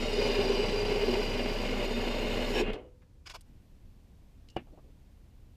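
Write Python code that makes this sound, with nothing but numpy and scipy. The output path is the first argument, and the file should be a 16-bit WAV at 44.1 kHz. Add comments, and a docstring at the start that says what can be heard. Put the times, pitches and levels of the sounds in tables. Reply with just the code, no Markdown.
"""Bandsaw cutting a thin bar

A metal-cutting bandsaw in a workshop: the motor shakes the frame, the teeth rasp and chatter,
the blade sings and breaks through, the machine dies away. Three short rasps and a tick follow.
A bent metal strip is then set down on a wooden bench: one knock, a few soft bumps."""
import sys
import numpy as np
from scipy import signal
from scipy.fft import rfft, irfft, next_fast_len
from scipy.io import wavfile
from scipy.ndimage import map_coordinates

SR = 44100
rng = np.random.default_rng(int(sys.argv[2]) if len(sys.argv) > 2 else 0)


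def dump_mix(stems):
    """Bounce the given channels to the path in sys.argv[1] as a 16-bit WAV at rate SR."""
    frames = np.atleast_2d(stems).T  # one column per channel
    limited = np.clip(frames, -1, 1)  # hard clip at full scale
    pcm = np.round(limited * 32767).astype(np.int16)
    wavfile.write(sys.argv[1], SR, pcm)


N = 245179
TIME_S = np.arange(N) / SR
# full feed, feed eases, blade breaks out, blade clear, machine dies away
FEED_S, EASE_S, BREAK_S, CLEAR_S, STOP_S = 0.13, 1.21, 2.585, 2.612, 2.7406

# tooth load: t/s, hiss level/dB, grind level/dB
TOOTH_LOAD = [(0.03, -56, -44.5), (0.28, -53, -32), (0.72, -55.5, -36.5), (1.17, -54, -36.5),
              (1.32, -56, -40), (1.8, -56, -39.5), (1.85, -53, -33.5), (1.87, -57.5, -43.5),
              (2.31, -56, -37), (2.5, -53.5, -39)]
# bar catching: t/s, level/dB
CATCHES = [(.19, -30), (0.394, -23), (0.511, -26.5), (.6, -25), (0.97, -27.5), (1.092, -30), (1.18, -28.5),
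           (2.618, -27)]
# steel band, saw frame, rasp resonances: f/Hz, width/Hz, relative level/dB
BAND_MODES = [(4130, 300, 3), (6420, 120, -5), (6900, 150, -6), (7260, 120, -5), (7860, 190, -6),
              (8450, 90, -10), (8710, 110, -6), (9260, 80, -11), (9620, 260, -12), (10220, 80, -6),
              (10660, 110, -9), (11000, 70, -12), (11350, 150, -15), (11900, 330, -10), (13000, 110, -14),
              (13250, 100, -11), (13900, 90, -16), (14560, 170, -15), (14950, 120, -14)]
FRAME_MODES = [(99.7, 20, -2.5), (118, 37, -10), (211.8, 16.4, 4), (240, 13.3, 10.5), (295.5, 13, -2.5),
               (400, 41, 0), (472, 13, -20.5), (549, 27, -1.5), (591.5, 14.5, 4.5), (759, 57, -8.5),
               (921, 14, -6), (980, 54, -28), (1115, 15, -13), (1368, 18, -11), (1482, 29, -12),
               (1680, 30, -14), (2020, 24.5, -8), (2147, 27, -4), (2520, 30, -18), (2538, 61, -8),
               (2600, 30, -27), (2600, 27, -18.5), (2788, 22, -1.5), (2863, 44, -6), (2984, 33, -11)]
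RASP_MODES = [(791, 62, -1), (1080, 100, 4.5), (1490, 44, 5), (2260, 54, 1), (2880, 150, 2), (3360, 42, 3),
              (3330, 37, -8), (5200, 47, -7), (5840, 110, -8), (6700, 32, 0)]
# blade beside the cut, nearly severed end: f/Hz, width/Hz, level/dB
SING_MODES = [(2476, 39, -47), (3017, 47, -48.5), (3620, 96, -54), (4250, 160, -53.5), (4930, 156, -43),
              (5610, 140, -55), (6130, 73, -58.5)]
OFFCUT_MODES = [(1685, 64, -43.5), (2555, 90, -37.5), (3080, 90, -46), (5470, 170, -46), (6800, 70, -54),
                (7600, 77, -59), (8400, 110, -63)]
# bar resonances: f/Hz, width/Hz, level/dB, entry gain/dB, late gain/dB
BAR_MODES = [(3770, 73, -65, 17, 12.5), (4400, 140, -67, 14, 9.5), (5630, 48, -67.5, 11, -4.5),
             (7020, 55, -73, 13, 10), (8620, 120, -76.5, 9, 0), (12600, 190, -75.5, -7, 5.5)]
# noise spectra: f/Hz, relative density/dB
CHIP_SPECTRUM = [(1000, -3), (2800, 8), (3400, -14), (4200, 3), (5200, 9.5), (5800, 0.5), (7200, -1),
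                 (9000, -11.5), (12000, -11.5), (13800, -14), (15000, -16)]
GRIND_SPECTRUM = [(150, -2), (300, 3), (500, 12), (650, 2), (780, 1.5), (1100, -1.5), (1220, -12),
                  (1600, -8), (2100, -8.5), (2950, 0.5), (3350, -12.5), (4100, -7), (5500, -42),
                  (7000, -34.5), (12000, -58)]
DRIVE_SPECTRUM = [(50, -39), (100, 7), (130, 3), (170, -7.5), (260, -7), (340, 4.5), (430, 11), (800, -22),
                  (1250, -29), (2000, -6.5), (2900, -9.5), (3400, -50), (4100, -18), (5500, -35.5),
                  (9000, -41), (15000, -60.5)]
RASP_SPECTRUM = [(210, -29), (350, 6.5), (1110, -17), (1290, 2), (1470, 0), (2040, 1), (2280, 7),
                 (3960, -2.5), (4940, 6), (6260, -6), (6880, -9), (7560, -8), (15100, -43)]
SAW_ROOM_SPECTRUM = [(12, -54), (20, -6), (70, -6.5), (92, -9.5), (135, -19), (457, -33), (511, -29.5),
                     (638, -43.5), (966, -38.5), (1050, -46), (5850, -52.5), (15000, -61.5)]
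BENCH_ROOM_SPECTRUM = [(12, -27), (20, -0.5), (70, -4), (97, -6), (121, -10.5), (160, -15.5), (229, -15.5),
                       (387, -26.5), (457, -28), (865, -35), (1270, -41), (2850, -41.5), (10500, -51.5),
                       (12400, -50), (15000, -54)]
KNOCK_TAIL_SPECTRUM = [(200, 12.5), (800, 1), (1400, -6), (2800, -3), (4500, -26), (9000, -51)]
# blows on the bench: t/s, wood level/dB, metal level/dB, contact corner/Hz
KNOCKS = [(4.5633, -38, -44, 1500), (4.566, -22, -62, 1800), (4.5681, -35.5, -34.5, 2500),
          (4.575, -35.5, -57, 1200), (4.671, -59, -69, 1500), (4.776, -48, -78, 1200)]
# bench top, metal strip: f/Hz, gain/dB, t60/s
BENCH_MODES = [(137, -18, 0.14), (249, -21, 0.21), (350, -7.5, 0.067), (460, -12.5, 0.047),
               (590, -5.5, 0.028), (734, -3, 0.043), (798, -18, 0.045), (884, -23, 0.077), (1060, -44, .04),
               (1770, -29, 0.11)]
STRIP_MODES = [(2080, -32, .09), (2360, -21, 0.14), (2400, -10, 0.06), (2676, -29, .11),
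               (2850, -7.5, 0.073), (2900, -6, 0.047), (3380, -31, 0.042), (4300, -22, 0.044),
               (4840, -21, 0.028)]
# padded contacts: centre t/s, half-length/s, level/dB, top f/Hz
BUMPS = [(4.682, .018, -64, 1050), (4.738, .022, -55, 650), (4.789, .014, -55, 900),
         (4.852, .018, -60, 550), (4.892, .014, -62, 550)]
# short rasps: centre t/s, half-length/s, level/dB, low band/dB, fizz/dB, ring f/Hz
RASPS = [(3.272, 0.018, -45.5, -76, -83, 4990), (3.308, 0.025, -47, -68, -73, 6680),
         (3.354, 0.021, -46, -48.5, -64, 976)]
# light contacts: t/s, level/dB, f/Hz, half-width/Hz, t60/s
TICKS = [(2.733, -46, 3000, 1300, .075), (3.019, -66, 1100, 900, .1), (3.299, -43, 3000, 2200, .02),
         (3.4095, -53, 10000, 2500, .012), (3.4095, -56, 2200, 2500, .012), (3.4135, -53, 4500, 3500, .012),
         (3.419, -62, 10500, 2500, .01), (4.487, -58, 3900, 1600, .04), (4.488, -63, 2870, 120, .2),
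         (4.501, -56, 4700, 1700, .04)]


def cut(hiss_db, steel_db, grind_db, break_hiss_db, break_grind_db, clear_t60_s):
    """Teeth tear chips, hardest at break-through; the same strokes excite blade and bar."""
    force = tooth_force(teeth_hz=181.5, wander=0.042, depth_db=1.0)
    steel = from_db(steel_db) * steel_band(force)
    chips = from_db(hiss_db) * coloured(force * white(), CHIP_SPECTRUM) + steel
    grind = from_db(grind_db) * coloured(force * white(), GRIND_SPECTRUM)
    load_s, *load_columns = np.transpose(TOOTH_LOAD)
    bite_db, press_db = (np.interp(TIME_S, load_s, column) for column in load_columns)
    breaking = swell(BREAK_S, 0.041)
    tearing = from_db(bite_db + break_hiss_db * breaking) * chips
    tearing += from_db(press_db + break_grind_db * breaking) * grind
    offcut = breaking * sum(from_db(db) * sing(force, hz, width_hz) for hz, width_hz, db in OFFCUT_MODES)
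    ringing = blade_and_bar(force, light_feed_db=-8, fade_db=-16, sag_share=.03, sag_s=.3)
    return held(CLEAR_S, clear_t60_s) * (tearing + offcut + ringing)


def tooth_force(teeth_hz, wander, depth_db):
    """Force swells as each tooth enters, no two alike; unit rms."""
    phase = phase_rad(teeth_hz * (1 + wander * drift(58.9)))
    return rms_one(from_db(depth_db * (np.cos(phase) + drift(teeth_hz))))


def steel_band(force, flicker_db=2, stray_share=.003):
    """Band modes swell and fade separately; changing tension shifts their pitches together."""
    steel = 0
    for hz, width_hz, db in BAND_MODES:
        gain = from_db(db + flicker_db * drift(4.6)) * np.sqrt(width_hz)
        steel += gain * steep_resonance(force * white(), hz, width_hz)
    position = np.arange(N) + np.cumsum(stray_share * drift(4))
    return map_coordinates(rms_one(steel), [position], order=3, mode="mirror")


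def blade_and_bar(force, light_feed_db, fade_db, sag_share, sag_s):
    """The deepening slot damps the blade and flattens both; the bar rings most at entry and exit."""
    depth = np.minimum(TIME_S / CLEAR_S, 1)
    sag = 1 - sag_share * (1 - np.exp(-TIME_S / sag_s))
    song = from_db(light_feed_db * held(FEED_S, 0.091) + fade_db * depth ** 1.38)
    out = song * sum(from_db(db) * sing(force, hz * sag, width_hz) for hz, width_hz, db in SING_MODES)
    entry = swell(0, 0.51)
    late = (1 + np.tanh((TIME_S - 1.6) / 0.18)) / 2
    for hz, width_hz, db, entry_db, late_db in BAR_MODES:
        out += from_db(db + entry_db * entry + late_db * late) * sing(force, hz * sag, width_hz)
    return out


def chatter(hz, stray_hz, throb_hz, throb_db, uneven_db, fed_db, eased_db):
    """Stick-slip shakes the bar in throbs, strongest under full feed; at times it catches."""
    phase = phase_rad(hz + stray_hz * drift(70))
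    beat = phase_rad(throb_hz * (1 + 0.243 * drift(12)))
    throbs = rms_one(from_db(throb_db * np.cos(beat) + uneven_db * drift(60)))
    feed = from_db(fed_db) * gate(FEED_S, EASE_S, 0.0099)
    feed += from_db(eased_db) * gate(EASE_S, CLEAR_S, .009)
    catches = sum(from_db(db) * swell(at_s, 0.013) for at_s, db in CATCHES)
    return np.hypot(feed * throbs, catches) * np.sqrt(2) * np.sin(phase)


def crunch(level_db, hz, width_hz, at_s, half_s):
    """The bar's last sliver gives way."""
    return from_db(level_db) * swell(at_s, half_s) * steep_resonance(white(), hz, width_hz)


def machine(shake_db, rattle_db, modes_db, wash_db, motor_hz, frame_top_hz):
    """The motor rocks the saw, gears rattle the cast frame; both hold, then die away."""
    turn = np.sin(2 * np.pi * motor_hz * TIME_S)
    shake = from_db(shake_db + 0.15 * drift(11)) * np.sqrt(2) * turn
    gears = rms_one(from_db(rattle_db * (drift(250) + 0.19 * turn)))
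    casting = lowpass(body(gears * white(), FRAME_MODES), frame_top_hz, order=6)  # heavy: little treble
    frame = from_db(modes_db) * casting + from_db(wash_db) * coloured(gears * white(), DRIVE_SPECTRUM)
    return held(STOP_S, t60_s=.03) * shake + held(STOP_S - 0.037, t60_s=0.28) * frame


def after_ring(tone_hz, tone_db, tone_t60_s, echo_db, echo_t60_s):
    """A low tone and the room's echo outlast the machine."""
    tone = from_db(tone_db) * decay(STOP_S, tone_t60_s) * np.sin(2 * np.pi * tone_hz * TIME_S)
    return tone + from_db(echo_db) * decay(STOP_S, echo_t60_s) * rms_one(band(white(), 274, 550))


def bench_knocks(crack_db, crack_t60_s, tail_db, tail_t60_s):
    """Strip and hands land on the bench: wood thuds, metal clinks, the room answers."""
    wood, metal, crack, tail = np.zeros((4, N))
    for at_s, wood_db, metal_db, corner_hz in KNOCKS:
        start = round(at_s * SR)
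        softness = np.exp(-2 * np.pi * corner_hz / SR)  # soft contact spreads the push
        push = (1 - softness) * softness ** np.arange(SR // 100)
        wood[start:start + len(push)] += from_db(wood_db) * push
        metal[start] += from_db(metal_db)
        crack += from_db(metal_db + crack_db) * decay(at_s, crack_t60_s)
        tail += from_db(wood_db + tail_db) * decay(at_s, tail_t60_s)
    crack *= rms_one(band(white(), 1200, 4400))
    tail *= coloured(white(), KNOCK_TAIL_SPECTRUM)
    return ring(wood, BENCH_MODES) + ring(metal, STRIP_MODES) + crack + tail


def bumps(low_hz):
    """Hands and strip settle: padded contacts, dull swells without a click."""
    out = 0
    for at_s, half_s, db, top_hz in BUMPS:
        dull = band(band(white(), low_hz, top_hz), low_hz, top_hz)
        out += from_db(db) * swell(at_s, half_s) * rms_one(dull)
    return out


def rasps(grain_db, wash_db, modes_db, echo_db, ring_db, ring_width_hz):
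    """Three gritty swells, each with its own ring and a faint tail; the last is fuller."""
    grit = rms_one(from_db(grain_db * drift(1100)) * white())
    scrape = from_db(wash_db) * coloured(grit, RASP_SPECTRUM)
    scrape += from_db(modes_db) * body(white(), RASP_MODES)
    low = rms_one(band(grit, 540, 1260))
    fizz = rms_one(band(grit, 7800, 14000))
    out = 0
    for at_s, half_s, db, low_db, fizz_db, ring_hz in RASPS:
        offset = (TIME_S - at_s) / half_s
        envelope = np.exp(-2 * offset ** 2 - 2 * offset ** 4)
        note = from_db(ring_db) * steep_resonance(grit, ring_hz, ring_width_hz)
        out += envelope * (from_db(db) * (scrape + note) + from_db(low_db) * low + from_db(fizz_db) * fizz)
        out += from_db(db + echo_db) * decay(at_s, 0.36) * scrape
    return out


def ticks():
    """Light contacts: one brief resonant burst each."""
    return sum(from_db(db) * decay(at_s, t60_s) * steep_resonance(white(), hz, 2 * half_hz)
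               for at_s, db, hz, half_hz, t60_s in TICKS)


def room_tone(saw_db, bench_db, bench_from_s):
    """Low workshop rumble, slightly more hiss at the bench."""
    at_saw = from_db(saw_db) * coloured(white(), SAW_ROOM_SPECTRUM)
    at_bench = from_db(bench_db) * coloured(white(), BENCH_ROOM_SPECTRUM)
    share = np.interp(TIME_S, [bench_from_s, bench_from_s + 0.018], [0, 1])
    return np.sqrt(1 - share) * at_saw + np.sqrt(share) * at_bench


def sing(force, hz, width_hz):
    """Resonance of fixed or moving pitch, driven by a rough force; unit rms."""
    a, b = lowpass(force * rng.standard_normal((2, N)), width_hz / 2, order=2)
    phase = phase_rad(np.full(N, hz))
    return rms_one(a * np.cos(phase) + b * np.sin(phase))


def ring(push, modes):
    """Struck modes: a unit click starts each at its own level."""
    out = 0
    for hz, db, t60_s in modes:
        r, w = from_db(-60 / (t60_s * SR)), 2 * np.pi * hz / SR
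        out += from_db(db) * signal.lfilter([0, np.sin(w)], [1, -2 * r * np.cos(w), r * r], push + 1e-18)
    return out


def resonate(x, hz, width_hz):
    """One resonance, unit peak gain."""
    r, w = np.exp(-np.pi * width_hz / SR), 2 * np.pi * hz / SR
    gain = (1 - r * r) / 2
    return signal.lfilter([gain, 0, -gain], [1, -2 * r * np.cos(w), r * r], x + 1e-18)


def steep_resonance(x, hz, width_hz):
    """Two equal resonances in series; unit rms."""
    return rms_one(resonate(resonate(x, hz, width_hz), hz, width_hz))


def body(x, modes):
    """Parallel resonances; unit rms."""
    return rms_one(sum(from_db(db) * resonate(x, hz, width_hz) for hz, width_hz, db in modes))


def coloured(x, spectrum):
    """Broad spectral shaping; unit rms."""
    hz, db = np.transpose(spectrum)
    size = next_fast_len(N)
    bin_hz = np.maximum(np.arange(size // 2 + 1) * SR / size, 1)
    gain = from_db(np.interp(np.log(bin_hz), np.log(hz), db)) * np.minimum(bin_hz / hz[0], 1) ** 2
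    return rms_one(irfft(rfft(x, size) * gain, size)[:N])


def band(x, low_hz, high_hz):
    return signal.sosfilt(signal.butter(2, [low_hz, high_hz], "band", fs=SR, output="sos"), x + 1e-18)


def lowpass(x, top_hz, order):
    return signal.sosfilt(signal.butter(order, top_hz, fs=SR, output="sos"), x)


def held(stop_s, t60_s):
    """Hold at 1, then decay."""
    return np.exp(-np.log(1000) * np.clip((TIME_S - stop_s) / t60_s, 0, 2))


def decay(start_s, t60_s):
    """Jump to 1, then decay."""
    return (TIME_S >= start_s) * held(start_s, t60_s) * (TIME_S < start_s + 2 * t60_s)


def swell(at_s, half_s):
    """Gaussian of height 1."""
    return np.exp(-((TIME_S - at_s) / half_s) ** 2)


def gate(start_s, stop_s, fade_s):
    """Gate with sloping edges."""
    corners_s = [start_s - fade_s, start_s + fade_s, stop_s - fade_s, stop_s + fade_s]
    return np.interp(TIME_S, corners_s, [0, 1, 1, 0])


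def drift(rate_hz):
    """Smooth random wander; unit rms."""
    knots = rng.standard_normal(8192)
    return rms_one(np.interp(TIME_S * rate_hz, np.arange(len(knots)), knots))


def phase_rad(hz):
    return 2 * np.pi * np.cumsum(hz) / SR


def white():
    return rng.standard_normal(N)


def from_db(db):
    return 10 ** (np.asarray(db) / 20)


def rms_one(x):
    return x / np.sqrt(np.mean(x ** 2) + 1e-20)


def scene():
    """Saw, small noises, bench and room; mono."""
    saw = machine(shake_db=-35.5, rattle_db=2.5, modes_db=-35.5, wash_db=-39,
                  motor_hz=29.5, frame_top_hz=3230)
    saw += cut(hiss_db=3.5, steel_db=-2, grind_db=-1, break_hiss_db=2, break_grind_db=9, clear_t60_s=.11)
    saw += chatter(hz=407.6, stray_hz=16.8, throb_hz=22, throb_db=6, uneven_db=3.5,
                   fed_db=-34, eased_db=-46)
    saw += crunch(level_db=-30.5, hz=345, width_hz=160, at_s=2.605, half_s=0.03)
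    saw += after_ring(tone_hz=500, tone_db=-45, tone_t60_s=.62, echo_db=-36.5, echo_t60_s=0.34)
    small = rasps(grain_db=1.5, wash_db=-2.5, modes_db=-5.5, echo_db=-23.5, ring_db=-9, ring_width_hz=83)
    small += ticks()
    bench = bench_knocks(crack_db=-27, crack_t60_s=.035, tail_db=-19, tail_t60_s=0.12)
    bench += bumps(low_hz=201)
    room = room_tone(saw_db=-55, bench_db=-54, bench_from_s=3.452)
    return (saw + small + bench + room)[None, :]


def record(dry):
    """Steep low-pass at 15.3 kHz."""
    return signal.sosfilt(signal.ellip(12, .1, 80, 15300, fs=SR, output="sos"), dry)


dry = scene()
out = record(dry)
dump_mix(out)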